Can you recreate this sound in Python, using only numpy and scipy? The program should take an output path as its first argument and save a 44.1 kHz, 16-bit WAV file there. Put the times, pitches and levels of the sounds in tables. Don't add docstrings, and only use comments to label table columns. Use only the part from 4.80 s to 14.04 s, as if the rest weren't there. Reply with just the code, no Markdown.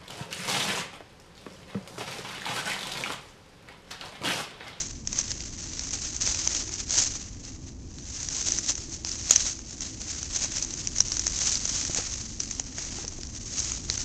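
import sys
import numpy as np
from scipy import signal
from scipy.fft import rfft, irfft
from scipy.io import wavfile
from scipy.ndimage import uniform_filter1d

SR = 44100
rng = np.random.default_rng(int(sys.argv[2]) if len(sys.argv) > 2 else 0)


def store_pcm(level_fs):
    pcm = np.round(np.clip(level_fs, -1, 1) * 32767).astype(np.int16)
    wavfile.write(sys.argv[1], SR, np.atleast_2d(pcm).T)


N = 407484

# t/s, level/dB
STEADY_RUSTLE = [(0.0, -32.5), (0.22, -51.5), (0.4, -44), (0.75, -46.5), (1.0, -37.5), (1.9, -43.5),
                 (2.05, -57), (2.35, -36), (2.55, -51), (2.96, -59), (3.15, -51.5), (3.4, -37), (3.85, -43),
                 (4.22, -52.5), (4.45, -44.5), (4.8, -52.5), (5.8, -36), (6.13, -42.5), (6.6, -33.5),
                 (7.36, -35.5), (7.56, -44), (8.45, -46.5), (8.9, -37.5), (9.06, -44.5), (9.24, -34)]
# t/s at fullest weight, level/dB, press time/s, ease time/s
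PAW_PRESSES = [(0.0, -29.5, 0.044, 0.036), (0.377, -29.5, 0.054, 0.086), (0.507, -33.5, 0.04, 0.034),
               (0.62, -38.5, .06, 0.13), (0.804, -38.5, 0.039, .12), (1.051, -42, 0.13, 0.039),
               (1.137, -32.5, 0.031, 0.073), (1.26, -29, 0.03, 0.031), (1.45, -25.5, 0.057, 0.14),
               (1.6, -31.5, 0.1, 0.094), (1.763, -28, 0.11, 0.078), (1.941, -33.5, 0.033, .05),
               (2.004, -29, 0.019, 0.021), (2.115, -27, 0.021, .05), (2.189, -19.5, 0.053, 0.068),
               (2.691, -40, 0.07, 0.056), (2.888, -45.5, 0.063, .03), (3.413, -38, 0.14, .025),
               (3.545, -31, 0.036, 0.2), (3.688, -29, 0.1, 0.092), (3.78, -32.5, .05, .045),
               (3.897, -23, 0.032, 0.023), (4.007, -35.5, 0.042, 0.04), (4.141, -36, 0.054, 0.047),
               (4.258, -34, 0.011, 0.38), (4.52, -24, 0.037, 0.084), (4.6, -28, 0.07, 0.038),
               (4.684, -26.5, .06, 0.037), (4.908, -40, 0.039, 0.085), (5.02, -33.5, 0.012, 0.096),
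               (5.221, -39, 0.037, .07), (5.304, -33.5, .045, 0.16), (5.555, -27.5, 0.031, 0.049),
               (5.63, -26.5, 0.032, 0.035), (5.767, -29, 0.035, 0.031), (5.996, -34, 0.029, 0.034),
               (6.067, -40, 0.043, 0.065), (6.179, -31.5, 0.03, 0.05), (6.269, -33.5, 0.023, 0.021),
               (6.328, -32, 0.017, 0.084), (6.688, -24.5, 0.12, 0.059), (6.746, -31.5, 0.044, 0.023),
               (6.963, -28.5, 0.094, 0.12), (7.175, -27.5, 0.022, 0.043), (7.629, -32, 0.025, 0.037),
               (7.715, -37.5, 0.038, 0.11), (8.002, -34.5, .045, .1), (8.098, -38.5, .05, .08),
               (8.185, -35, 0.068, 0.063), (8.39, -43.5, 0.062, 0.043), (8.565, -40.5, 0.041, 0.032),
               (8.663, -47, 0.059, .1), (8.785, -30, 0.058, 0.12), (8.918, -35, 0.086, 0.073),
               (9.109, -33.5, 0.021, 0.17)]
def treading_db():
    t = np.arange(N) / SR
    fall_db = 10
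    power = from_db(2 * in_time(STEADY_RUSTLE)[0])
    for peak_s, db, press_s, ease_s in PAW_PRESSES:
        from_peak = np.maximum((t - peak_s) / ease_s, (peak_s - t) / press_s)
        power += from_db(2 * (db - fall_db * from_peak))
    return 10 * np.log10(power)


def fractures(per_s, spread_db, clump_db, t60):
    onsets = rng.random(N) < per_s * from_db(clump_db * drift(40)) / SR
    size_db = spread_db * np.minimum(rng.exponential(1, N), 4.5)
    power = onsets * from_db(2 * size_db)
    decay = from_db(-120 / (t60 * SR))
    return np.sqrt(signal.lfilter([1], [1, -decay], power + 1e-18))


# f/Hz, relative level/dB
LEAF_SPECTRUM = [(1500, -24.5), (3000, -10.5), (4000, -3.5), (6000, -0.5), (9000, 3.5)]
STEM_SPECTRUM = [(250, -28), (500, -6.5), (1000, -7), (2000, -2), (3200, -1.5), (5000, -11.5),
                 (9000, -31.5)]
# t/s, relative level/dB
STEM_BALANCE = [(0.0, 0.5), (0.9, 1), (1.3, -0.5), (1.9, 0.5), (2.2, -1), (2.55, 1.5), (3.4, -0.5),
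                (4.0, -1.5), (4.3, -0.5), (4.7, -0.5), (5.8, 0.5), (6.2, -1), (7.0, -1), (7.2, 2),
                (7.55, -2), (8.0, 1.5), (8.2, 1.5), (8.55, -1.5), (9.24, 0)]
def litter():
    usual_leaves_db, usual_stems_db, stems_follow = -37, -49, 0.93
    leaves_db = treading_db()
    stems_db = usual_stems_db + stems_follow * (leaves_db - usual_leaves_db) + in_time(STEM_BALANCE)[0]
    ticks = fractures(per_s=90, spread_db=3.0, clump_db=3.0, t60=0.006)
    shared = fractures(per_s=900, spread_db=3.5, clump_db=5.5, t60=0.029) + 1.95 * ticks
    in_leaves = fractures(per_s=2100, spread_db=2.0, clump_db=1.0, t60=0.018)
    in_stems = fractures(per_s=2100, spread_db=2.0, clump_db=1.0, t60=0.018)
    leaves = colour(evened(shared + 0.59 * in_leaves) * rng.standard_normal(N), LEAF_SPECTRUM)
    stems = colour(evened(shared + 0.72 * in_stems) * rng.standard_normal(N), STEM_SPECTRUM)
    return from_db(leaves_db) * heard_rms_one(leaves) + from_db(stems_db) * heard_rms_one(stems)


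# t/s, peak level/dB of the crack, level/dB of the woody part re the crack, ring f/Hz
TWIG_SNAPS = [(0.2732, -14.5, -14, 6000), (0.329, -16, -10.5, 6000), (0.3872, -10.5, -17, 6000),
              (0.4124, -17, -14, 5870), (0.5159, -14.5, -14, 5100), (0.605, -20.5, -10, 4630),
              (0.9934, -14.5, -13.5, 5470), (1.107, -21, -17, 6000), (1.1607, -24, -15, 5500),
              (1.137, -21, -12, 6300), (1.3642, -16.5, -17, 6700), (1.4744, -12, -9, 6200),
              (1.5461, -15, -8, 7050), (1.6743, -8, -10.5, 6060), (1.749, -18, -3.5, 6620),
              (1.892, -20, -10.5, 6000), (1.939, -20, -18, 6000), (2.107, -13, -13, 6700),
              (2.6507, -27.5, -18, 4800), (3.1848, -28, -9, 3600), (3.43, -18, -12, 7100),
              (3.4865, -13.5, -18, 5860), (3.5664, -19, -15, 7200), (3.6847, -13, -10, 6900),
              (3.7198, -10.5, -15, 5900), (3.7862, -11, -16, 6070), (3.862, -19, -16, 7400),
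              (3.9537, -18, -15, 5760), (3.9795, -25.5, -6, 6900), (4.248, -16, -11, 5200),
              (4.316, -16.5, -18, 5140), (4.4973, -15, -11, 6230), (4.508, 0.7, -13.5, 6740),
              (4.5338, -15, -12, 5500), (4.5598, -4, -12, 6270), (4.791, -27.5, -6, 6700),
              (5.007, -18.5, -14, 6000), (5.2161, -21, -12, 4700), (5.4293, -17.5, -12, 6400),
              (5.6456, -15.5, -8.5, 6000), (5.7827, -18.5, -14, 5900), (5.8249, -13.5, -20, 6360),
              (5.8473, -19, -18, 6430), (5.9385, -20.5, -11, 6600), (6.072, -13.5, -9.5, 5700),
              (6.1623, -19.5, -12, 6060), (6.1837, -12, -19, 6100), (6.2038, -2, -18.5, 5600),
              (6.283, -19, -17, 5740), (6.3184, -14, -9.5, 5600), (6.3682, -14, -11, 6170),
              (6.394, -11.5, -13.5, 6200), (6.437, -24, -10, 6500), (6.467, -10, -11.5, 5960),
              (6.478, -13.5, -18, 6200), (6.5885, -17, -10.5, 7300), (6.6152, -16.5, -6.5, 6050),
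              (6.7546, -12.5, -18.5, 4870), (6.8537, -11, -15, 6400), (6.896, -18, -11, 4950),
              (7.0504, -14.5, -13, 6540), (7.1469, -13.5, -12, 6950), (7.6023, -12, -13, 5400),
              (7.7112, -19.5, -12, 6200), (7.797, -12.5, -12, 6860), (7.9831, -21.5, 1, 5950),
              (8.2494, -23.5, -7, 5200), (8.2792, -19, -16, 6100), (8.324, -29, -7, 6200),
              (8.433, -22.5, -9.5, 4560), (8.47, -27, -18.5, 5950), (8.792, -19, -16, 5960),
              (8.9185, -14, -13, 6700), (9.0915, -24, -10, 7000), (9.0995, -9.5, -12, 4100),
              (9.177, -17.5, -10, 6200)]
def twigs():
    onset_s, crack_db, wood_db, ring_hz = np.transpose(TWIG_SNAPS)[:, :, None]
    t = np.arange(3000) / SR
    tear_s = 0.00025 + 0.0021 * from_db(crack_db)
    break_t60, tail_t60 = 0.0068, 0.06
    tail = from_db(-18 - 60 * t / tail_t60)
    envelope = from_db(-60 * np.maximum(t - tear_s, 0) / break_t60) + tail
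    noise = rng.standard_normal((len(TWIG_SNAPS), 2, len(t)))
    burst = colour(envelope * noise[:, 0], LEAF_SPECTRUM)
    ring = np.array([resonate(row, hz, width_hz=700) for row, hz in zip(burst, ring_hz[:, 0])])
    crack = heard_peak_one(burst + from_db(11) * ring)
    wood = heard_peak_one(colour(envelope * noise[:, 1], STEM_SPECTRUM))
    return place(onset_s[:, 0], from_db(crack_db) * crack + from_db(crack_db + wood_db) * wood)


# t/s, peak level/dB, f/Hz of the strongest mode
STICK_KNOCKS = [(1.67, -27, 920), (3.897, -29, 570), (4.508, -24, 810), (7.097, -22, 342),
                (7.161, -29, 666), (7.186, -22, 493), (7.197, -29, 760), (7.796, -34, 446),
                (7.983, -33, 673), (8.186, -29.5, 820), (8.245, -28, 482), (8.388, -28.5, 361),
                (9.098, -29.5, 408)]
def sticks():
    onset_s, peak_db, hz = np.transpose(STICK_KNOCKS)[:, :, None]
    t = np.arange(2500) / SR
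    modes = [(0.55, 0.5, 0.035), (1, 7, 0.03), (1.7, 5, 0.017)]
    ring = sum(from_db(db - 60 * t / t60) * np.sin(2 * np.pi * ratio * hz * t)
               for ratio, db, t60 in modes)
    return place(onset_s[:, 0], from_db(peak_db) * heard_peak_one(ring))


# f/Hz, relative level/dB
RUMBLE_SPECTRUM = [(12, -32.5), (20, -4), (60, 1), (113, -2.5), (167, -8.5), (270, -8), (350, -13),
                   (422, -20), (1200, -28.5), (1560, -58.5), (2640, -120)]
# t/s, level/dB
RUMBLE_SWELL = [(0.0, -41.5), (1.2, -41.5), (2.8, -42.5), (5.0, -43), (6.4, -40), (7.2, -42.5),
                (8.5, -41.5), (9.24, -40)]
def rumble():
    settled = colour(rng.standard_normal(N + SR), RUMBLE_SPECTRUM)[:, SR:]
    return from_db(in_time(RUMBLE_SWELL)[0]) * heard_rms_one(settled)


# f/Hz, bandwidth/Hz, level/dB
DISTANT_HUMS = [(218, 33, -58.5), (261.5, 24.6, -56), (327.7, 43, -55.5)]
def hums():
    waver_db, waver_hz = 2.5, 1.16
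    total = np.zeros(N)
    for hz, width_hz, db in DISTANT_HUMS:
        gain = from_db(db + waver_db * drift(waver_hz))
        total += gain * heard_rms_one(resonate(rng.standard_normal(N), hz, width_hz))
    return total


# f/Hz, relative level/dB
HISS_SPECTRUM = [(500, -10), (1000, -5), (1300, -7.5), (1550, 0.5), (1900, -8.5), (3000, -16), (6000, -2),
                 (9000, -6)]
def hiss():
    return from_db(-68) * heard_rms_one(colour(rng.standard_normal(N), HISS_SPECTRUM))


def from_db(db):
    return 10 ** (np.asarray(db) / 20)


def in_time(rows):
    times, *columns = np.transpose(rows)
    return [np.interp(np.arange(N) / SR, times, column) for column in columns]


def colour(x, spectrum):
    size = 8192
    hz, db = np.transpose(spectrum)
    grid_hz = np.maximum(np.arange(size // 2 + 1) * SR / size, 1)
    gain = from_db(np.interp(np.log(grid_hz), np.log(hz), db))
    cepstrum = irfft(np.log(gain))
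    cepstrum[1:size // 2] *= 2
    cepstrum[size // 2 + 1:] = 0
    taps = irfft(np.exp(rfft(cepstrum)))
    return signal.fftconvolve(np.atleast_2d(x), taps[None], axes=-1)[:, :x.shape[-1]]


def resonate(x, hz, width_hz):
    r = np.exp(-np.pi * width_hz / SR)
    feedback = [1, -2 * r * np.cos(2 * np.pi * hz / SR), r * r]
    return signal.lfilter([(1 - r * r) / 2, 0, (r * r - 1) / 2], feedback, x)


def low_pass(x, hz):
    return signal.sosfilt(signal.cheby2(14, 80, hz, fs=SR, output="sos"), x)


def drift(hz):
    r = np.exp(-2 * np.pi * hz / SR)
    slow = signal.lfilter([1], [1, -2 * r, r * r], rng.standard_normal(N + SR))[SR:]
    return slow / slow.std()


def evened(envelope):
    return envelope / np.sqrt(uniform_filter1d(envelope ** 2, size=3500))


def heard_rms_one(x):
    return x / np.sqrt(np.mean(colour(x, MICROPHONE_RESPONSE) ** 2))


def heard_peak_one(rows):
    return rows / np.abs(colour(rows, MICROPHONE_RESPONSE)).max(axis=1, keepdims=True)


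def place(times, rows):
    track = np.zeros(N + rows.shape[1])
    for onset_s, row in zip(times, rows):
        start = round(onset_s * SR)
        track[start:start + len(row)] += row
    return track[:N]


def scene():
    return litter() + twigs() + sticks() + rumble() + hums() + hiss()


# f/Hz, gain/dB
MICROPHONE_RESPONSE = [(20, 11.5), (2500, 2), (3600, 1), (5200, 5), (5900, 10), (6400, 10), (6900, 5.5),
                       (7500, 0), (8000, -10), (8500, -15), (9000, -21), (9300, -52)]
def record(dry):
    narrow = low_pass(colour(dry, MICROPHONE_RESPONSE), hz=10200)
    clipped = np.clip(narrow, -0.75, 0.75)
    return low_pass(clipped, hz=16500)


dry = scene()
out = record(dry)
store_pcm(out)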